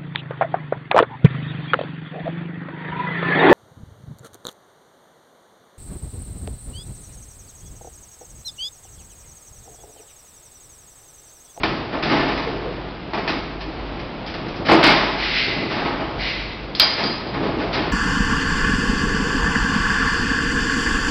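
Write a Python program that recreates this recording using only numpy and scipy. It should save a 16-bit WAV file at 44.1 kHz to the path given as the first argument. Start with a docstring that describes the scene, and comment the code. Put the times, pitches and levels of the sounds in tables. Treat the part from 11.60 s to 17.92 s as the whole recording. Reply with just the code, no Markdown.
"""Can filling and capping line

An automatic line works a few metres away in a hard-walled workshop. Drives and fans lay down a soft
roar under a slowly beating motor hum. Hollow cans judder and thump along the conveyor, a guide groans
once and valves hiss through silencers. On top, a metal stop clinks and air cylinders knock and rattle
the steel frame."""
import sys
import numpy as np
from scipy import signal
from scipy.fft import rfft, irfft
from scipy.io import wavfile
from scipy.ndimage import uniform_filter1d

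SR = 44100
rng = np.random.default_rng(int(sys.argv[2]) if len(sys.argv) > 2 else 0)


def dump_mix(stems):
    """Bounce the given channels to the path in sys.argv[1] as a 16-bit WAV at rate SR."""
    frames = np.atleast_2d(stems).T  # one column per channel
    limited = np.clip(frames, -1, 1)  # hard clip at full scale
    pcm = np.round(limited * 32767).astype(np.int16)
    wavfile.write(sys.argv[1], SR, pcm)


N = 278712
TIME = np.arange(N) / SR
HIT_TIME = np.arange(48000) / SR  # seconds into a one-shot

# tone of the drives and fans: f/Hz, level/dB
ROAR_EQ = [(15, -38.5), (25, -13.5), (48, -9.5), (82, -11.5), (200, -13), (330, -16), (450, -15.5),
           (750, -16.5), (1200, -22), (1700, -24.5), (2500, -25), (3300, -28), (4100, -31), (5200, -34)]
# mains hum and a motor slipping just behind it: f/Hz, relative level/dB
HUM_TONES = [(49.94, -38), (49.17, -43)]
# the conveyor shoves a group of cans together: t/s, length/s, level/dB
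CAN_SHOVES = [(0, 0.15, -28.5), (0.415, 0.098, -23.5), (0.878, 0.28, -33.5), (2.052, 0.97, -37.5),
              (2.951, 0.15, -32), (3.837, 0.22, -26.5), (4.368, 0.098, -31.5), (4.799, 0.52, -44),
              (5.391, 0.097, -27), (5.639, 0.14, -29), (5.796, 0.1, -24.5), (6.032, 0.25, -27.5)]
# a can is stopped or set down: t/s, level/dB
CAN_THUMPS = [(0.034, -24), (0.52, -20), (0.744, -30), (1.69, -24), (2.074, -28), (3.115, -16),
              (3.256, -17.5), (3.912, -32.5), (3.99, -27.5), (5.415, -31.5), (5.45, -25), (5.765, -24),
              (5.851, -27), (5.97, -22.5), (6.165, -24.5)]
# boom of the thin can walls: f/Hz, level/dB
CAN_EQ = [(60, -26.5), (110, -4), (175, -3.5), (220, -4), (275, -6), (335, -2), (420, -5.5), (650, -12),
          (1200, -16.5), (3000, -46.5)]
# lowest modes of an empty can: f/Hz, width/Hz, level/dB
CAN_WALL_MODES = [(236, 24, -9.5), (289.4, 24, 8.5), (318, 41, -2), (420, 35, -13)]
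# exhaust strokes: t/s, piston travel/s, level at the end of the stroke/dB
EXHAUSTS = [(3.564, 0.24, -16), (4.578, 0.091, -20.5)]
# tone of the silencer: f/Hz, level/dB
SILENCER_EQ = [(700, -34), (1400, -9.5), (1750, -6.5), (2050, -2), (2350, -1), (2800, -5), (3400, -7.5),
               (4000, -5), (5200, -9.5)]
# the silencer's cavity: f/Hz, width/Hz, level over the hiss/dB
CAVITY_MODES = [(2030, 27, 4), (2240, 73, -16), (2800, 110, -8)]
# steel on steel at the stop: t/s, level/dB, hall send/dB, ring against the clash/dB
STOP_HITS = [(5.1503, -22.5, -10, -16), (5.1977, -4.5, -6, -12), (5.2168, -13, -5, -12),
             (5.438, -23, -4, -2), (5.672, -36, -3, -6)]
# the stop's first clash: f/Hz, level/dB
CLASH_EQ = [(500, -22), (1800, -18.5), (3000, -15.5), (3700, -8.5), (4200, -4.5), (4850, -7), (5300, -8.5),
            (6000, -18.5)]
# the stop's ring, clusters of close modes: f/Hz, width/Hz, level/dB
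RING_MODES = [(2336, 20, -9), (3207, 9, 1), (3250, 14, -6), (3379, 12, -6), (4117, 10, -1), (4213, 14, -3),
              (4385, 16, -10), (4655, 16, -8), (4764, 18, -2), (4863, 18, 5), (4915, 14, -2),
              (4985, 22, -6)]
# blows on the frame: t/s, level/dB, tilt/(dB per octave), chatter/s, hall send/dB, hardness from 0 to 1
FRAME_HITS = [ (0.034, -12, 0, 0.0056, -0.5, 1), (0.326, -22.5, -3, 0.055, 2, 0.95),
              (0.426, -18.5, 1.5, 0.024, 3, 1), (0.497, -17, -0.5, 0.055, 3.5, 0.85),
              (0.518, -21, -2.5, 0.14, 1, 0.2), (0.673, -21.5, -0.6, 0.033, 2.5, 0.1),
              (0.776, -22, 1.5, 0.0054, 6, 0.7), (1.534, -20.5, -1, 0.023, -1, 0.93),
              (1.573, -22, -2.5, 0.017, 1.5, 0.5), (1.677, -16, 1.9, 0.025, -2, 0.8),
              (1.72, -26.5, -2, 0.034, -7, 0.3), (2.005, -27, 5, 0.016, -3.5, 0.1),
              (2.394, -30.5, 1, 0.012, -8, 0.6), (2.662, -26, 4, 0.038, -1.5, 0.9),
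              (2.74, -26, 1, 0.007, 1, 0.6), (2.884, -26.5, 11, 0.008, -8, 0.7),
              (2.958, -28.5, 10, 0.018, -7, 0.4), (3.05, -19.5, 2.5, 0.039, 3.5, 0.2),
              (3.086, -10.5, -1.96, 0.023, 5, 0.8), (3.110, -8.5, -2.5, 0.021, 1, 0.04),
              (3.229, -6, 3, 0.047, 2.5, 1), (3.252, -12.5, -0.5, 0.06, 2, 0.3),
              (4.096, -21.5, 0, 0.055, 5, 0.6), (4.151, -23.5, -2.2, 0.09, 1.5, 0.35),
              (4.25, -20, -2, 0.019, 3.5, 0.3), (4.399, -26.5, -2.5, 0.028, -1.5, 0.4),
              (5.155, -24, 7.5, 0.075, -3, 0.9), (5.202, -14, 2.5, 0.048, 2.5, 0.54),
              (5.376, -19.5, 1.4, 0.058, 1.5, 0.4), (5.737, -24.5, -2, 0.02, 3.5, 0.3),
              (5.825, -25, -1.5, 0.034, 3, 0.2), (5.985, -25, -0.5, 0.046, 2, 0.15),
              (6.127, -18, 3.5, 0.037, -9, 0.3), (6.149, -22, -0.6, 0.16, -3, 0.85)]
# body of the steel frame: f/Hz, level/dB
FRAME_EQ = [(50, -30), (90, -22), (140, -10), (200, -6.5), (290, -9), (400, -4.5), (520, -8.5), (800, -5.5),
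            (1100, -5.5), (1450, -8.5), (2150, -10.5), (3100, -13.5), (4200, -15.5), (5000, -16.5)]
# the frame's panels: f/Hz, width/Hz, level over the dense modes/dB
PANEL_MODES = [(278, 17, 7), (326.7, 7.3, 6), (643, 39, -0.5), (685, 19, -3), (839, 27, -1),
               (1054, 6.1, -1.5), (1273, 4.1, 6), (1504, 9, -1), (1770, 24, 1), (1930, 15, -2),
               (2157, 37, 0), (2336, 24, -1.5), (2517, 22, -0.5), (2900, 8.9, -1)]
# treble cut on the whole mix: f/Hz, level/dB
MASTER_EQ = [(0, 0), (5000, 0), (5250, -4), (5500, -13), (5850, -16), (6050, -23), (6230, -40),
             (6400, -80), (SR / 2, -120)]


def undb(db):
    """Decibels to gain."""
    return 10 ** (np.asarray(db) / 20)


def rms(x):
    """Average signal strength."""
    return np.sqrt(np.mean(x ** 2))


def loudest(x, db):
    """Set the level of the loudest 16 ms."""
    return x * undb(db) / np.sqrt(uniform_filter1d(x ** 2, size=700).max())


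def add(track, s, sound):
    """Mix a sound in from time s."""
    start = int(s * SR)
    track[start:start + len(sound)] += sound[:N - start]


def colour(x, points, tilt_db=0):
    """Causal EQ from (f/Hz, level/dB) points, with a tilt per octave from 200 Hz to 6 kHz."""
    size = 4096
    hz, db = np.transpose(points)
    octave = np.log2(np.maximum(np.arange(size // 2 + 1) * SR / size, 1))
    tilt = tilt_db * np.clip(octave, np.log2(200), np.log2(6000))
    curve_db = np.interp(octave, np.log2(hz), db) + tilt
    cepstrum = irfft(np.log(undb(curve_db - curve_db.max())))
    cepstrum[1:size // 2] *= 2  # fold to minimum phase: nothing rings ahead of a hit
    cepstrum[size // 2 + 1:] = 0
    impulse = irfft(np.exp(rfft(cepstrum)))
    return signal.fftconvolve(x, impulse)[:len(x)]


def resonate(x, modes):
    """Parallel band-passes, one for each mode."""
    return sum(undb(db) * signal.lfilter(*signal.iirpeak(hz, hz / width, fs=SR), x)
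               for hz, width, db in modes)


def fade(t60):
    """One-shot decay, 60 dB down after t60 seconds."""
    return np.exp(-np.log(1000) * HIT_TIME / t60)


def stroke(s, length, attack_s, release_db_per_s, start_db=0):
    """Envelope that opens at time s, swells from start_db to full over its length, then dies away."""
    age = TIME - s
    swell_db = start_db * np.clip(1 - age / length, 0, 1)
    release_db = release_db_per_s * np.maximum(age - length, 0)
    return np.clip(age / attack_s, 0, 1) * undb(swell_db - release_db)


def wander(rate_hz):
    """Smooth random drift, spread near 1."""
    steps = rng.standard_normal(2048)
    drift = np.interp(TIME * rate_hz, np.arange(len(steps)), steps)
    return uniform_filter1d(drift, int(SR / rate_hz) // 2) * np.sqrt(2)


def contacts(count, per_s, scatter_db):
    """Tiny impacts at random moments, of uneven size."""
    hits = rng.random(count) < per_s / SR
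    return hits * rng.choice([-1, 1], count) * undb(scatter_db * rng.standard_normal(count))


def diffuse(x, t60):
    """Countless reflections: noise whose power follows the sound's and dies away."""
    keep = np.exp(-2 * np.log(1000) / (t60 * SR))
    power = signal.lfilter([1 - keep], [1, -keep], x ** 2)
    return rng.standard_normal(len(x)) * np.sqrt(power)


def workshop(x, hall_db, early_db, early_t60):
    """Direct sound, early reflections inside the machine, then the hall, whose treble dies first."""
    crossover_hz = 1500
    early = diffuse(x, early_t60)
    bass = signal.lfilter(*signal.butter(1, crossover_hz, fs=SR), diffuse(early, t60=1.61))
    treble = signal.lfilter(*signal.butter(1, crossover_hz, "high", fs=SR), diffuse(early, t60=0.97))
    early_gain, hall_gain = undb(early_db), undb(early_db + hall_db)
    mix = x + early_gain * early + hall_gain * (bass + treble)
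    return mix / np.sqrt(1 + early_gain ** 2 + hall_gain ** 2)


def drives_and_fans():
    """The bed: a soft, low roar whose level wavers a little."""
    roar = colour(rng.standard_normal(N), ROAR_EQ)
    return roar / rms(roar) * undb(-32.4 + 0.89 * wander(rate_hz=4.1))


def motor_hum():
    """A motor slips just behind the mains hum, so the two beat slowly."""
    in_step_s = 0.93
    hum = sum(undb(db) * np.sin(2 * np.pi * hz * (TIME - in_step_s)) for hz, db in HUM_TONES)
    return hum * undb(-0.5 + 1.6 * wander(rate_hz=11))


def guide_groan():
    """A sliding guide sticks and slips unevenly: a short, rough tone that sags in mid-travel."""
    start_s, length_s = 0.83, 0.25
    travel = np.clip((TIME - start_s) / length_s, 0, 1)
    slip_hz = 470 - 54.5 * np.sin(np.pi * travel)
    phase = 2 * np.pi * np.cumsum(slip_hz) / SR
    rough = wander(150) * np.sin(phase) + wander(170) * np.cos(phase)  # smeared as by many reflections
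    return rough * undb(-31) * stroke(start_s, length_s, attack_s=0.036, release_db_per_s=169)


def can_judder():
    """Cans bump each other and the rails, harder at each shove; their walls boom, the frame joins in."""
    tremble = undb(-37)  # cans riding the moving chain
    shoves = sum(undb(db) * stroke(s, length, attack_s=0.05, release_db_per_s=92)
                 for s, length, db in CAN_SHOVES)
    push = np.hypot(tremble, shoves)
    bumps = push * contacts(N, per_s=300, scatter_db=2.7)
    wet = workshop(bumps, hall_db=-6, early_db=2.5, early_t60=0.15)
    boom = colour(wet + undb(-12) * resonate(wet, PANEL_MODES), CAN_EQ)
    return boom / rms(boom) * rms(push)


def can_thumps():
    """A blunt push on an empty can: only the lowest modes of its walls answer."""
    track = np.zeros(N)
    for s, db in CAN_THUMPS:
        push = rng.standard_normal(len(HIT_TIME)) * fade(t60=0.15)
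        wet = workshop(push, hall_db=-5.5, early_db=-4, early_t60=0.29)
        thump = colour(resonate(wet, CAN_WALL_MODES), CAN_EQ)
        add(track, s, loudest(thump, db))
    return track


def valve_hiss():
    """Spent air rushes through a silencer, swelling as the piston travels; then the cylinder empties."""
    flow = sum(undb(db) * stroke(s, travel, attack_s=0.017, release_db_per_s=63.5, start_db=-4)
               for s, travel, db in EXHAUSTS)
    flow *= undb(0.93 * wander(rate_hz=36))  # flutter
    air = workshop(flow * rng.standard_normal(N), hall_db=-2.4, early_db=6.5, early_t60=0.17)
    hiss = colour(air + resonate(air, CAVITY_MODES), SILENCER_EQ)
    return hiss / rms(hiss) * rms(flow)


def stop_clinks():
    """Steel on steel: a short, bright clash, then the stop rings on in clusters of modes that beat."""
    track = np.zeros(N)
    for s, db, hall_db, ring_db in STOP_HITS:
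        strike, shimmer = rng.standard_normal((2, len(HIT_TIME)))
        wet = workshop(strike * fade(t60=0.024), hall_db, early_db=-1.5, early_t60=0.17)
        clash = colour(wet, CLASH_EQ)
        ring = resonate(shimmer, RING_MODES) * fade(t60=0.52)
        add(track, s, loudest(clash, db) + loudest(ring, db + ring_db))
    return track


def cylinder_knocks():
    """A cylinder hits its end stop; loose parts chatter briefly and the frame's panels ring."""
    track = np.zeros(N)
    for s, db, tilt_db, chatter_s, hall_db, hardness in FRAME_HITS:
        # a cushioned stroke builds up, a hard one is there at once
        attack = 1 - (1 - hardness) * np.exp(-HIT_TIME / (0.31 * chatter_s))
        decay = np.exp(-(HIT_TIME / chatter_s) ** 2)
        chatter = contacts(len(HIT_TIME), per_s=4000, scatter_db=1.9) * attack * decay
        wet = workshop(chatter, hall_db, early_db=2, early_t60=0.25)
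        knock = colour(wet + resonate(wet, PANEL_MODES), FRAME_EQ, tilt_db)
        add(track, s, loudest(knock, db))
    return track


def scene():
    """The whole line in mono: the moving parts over the bed of roar and hum."""
    action = cylinder_knocks() + stop_clinks() + valve_hiss() + can_judder() + can_thumps()
    return (action + guide_groan() + drives_and_fans() + motor_hum())[None]


def record(dry):
    """Lo-fi master: little passes above 5 kHz, and a soft clip squashes the loudest peaks."""
    ceiling, knee, top_hz = 0.75, 10, 16000
    hz, db = np.transpose(MASTER_EQ)
    gain = undb(np.interp(np.arange(N + 1) * SR / (2 * N), hz, db))
    narrow = irfft(rfft(dry, 2 * N) * gain)[:, :N]
    squashed = narrow / (1 + (np.abs(narrow) / ceiling) ** knee) ** (1 / knee)
    return signal.sosfilt(signal.ellip(8, .2, 70, top_hz, fs=SR, output="sos"), squashed)


dry = scene()
out = record(dry)
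dump_mix(out)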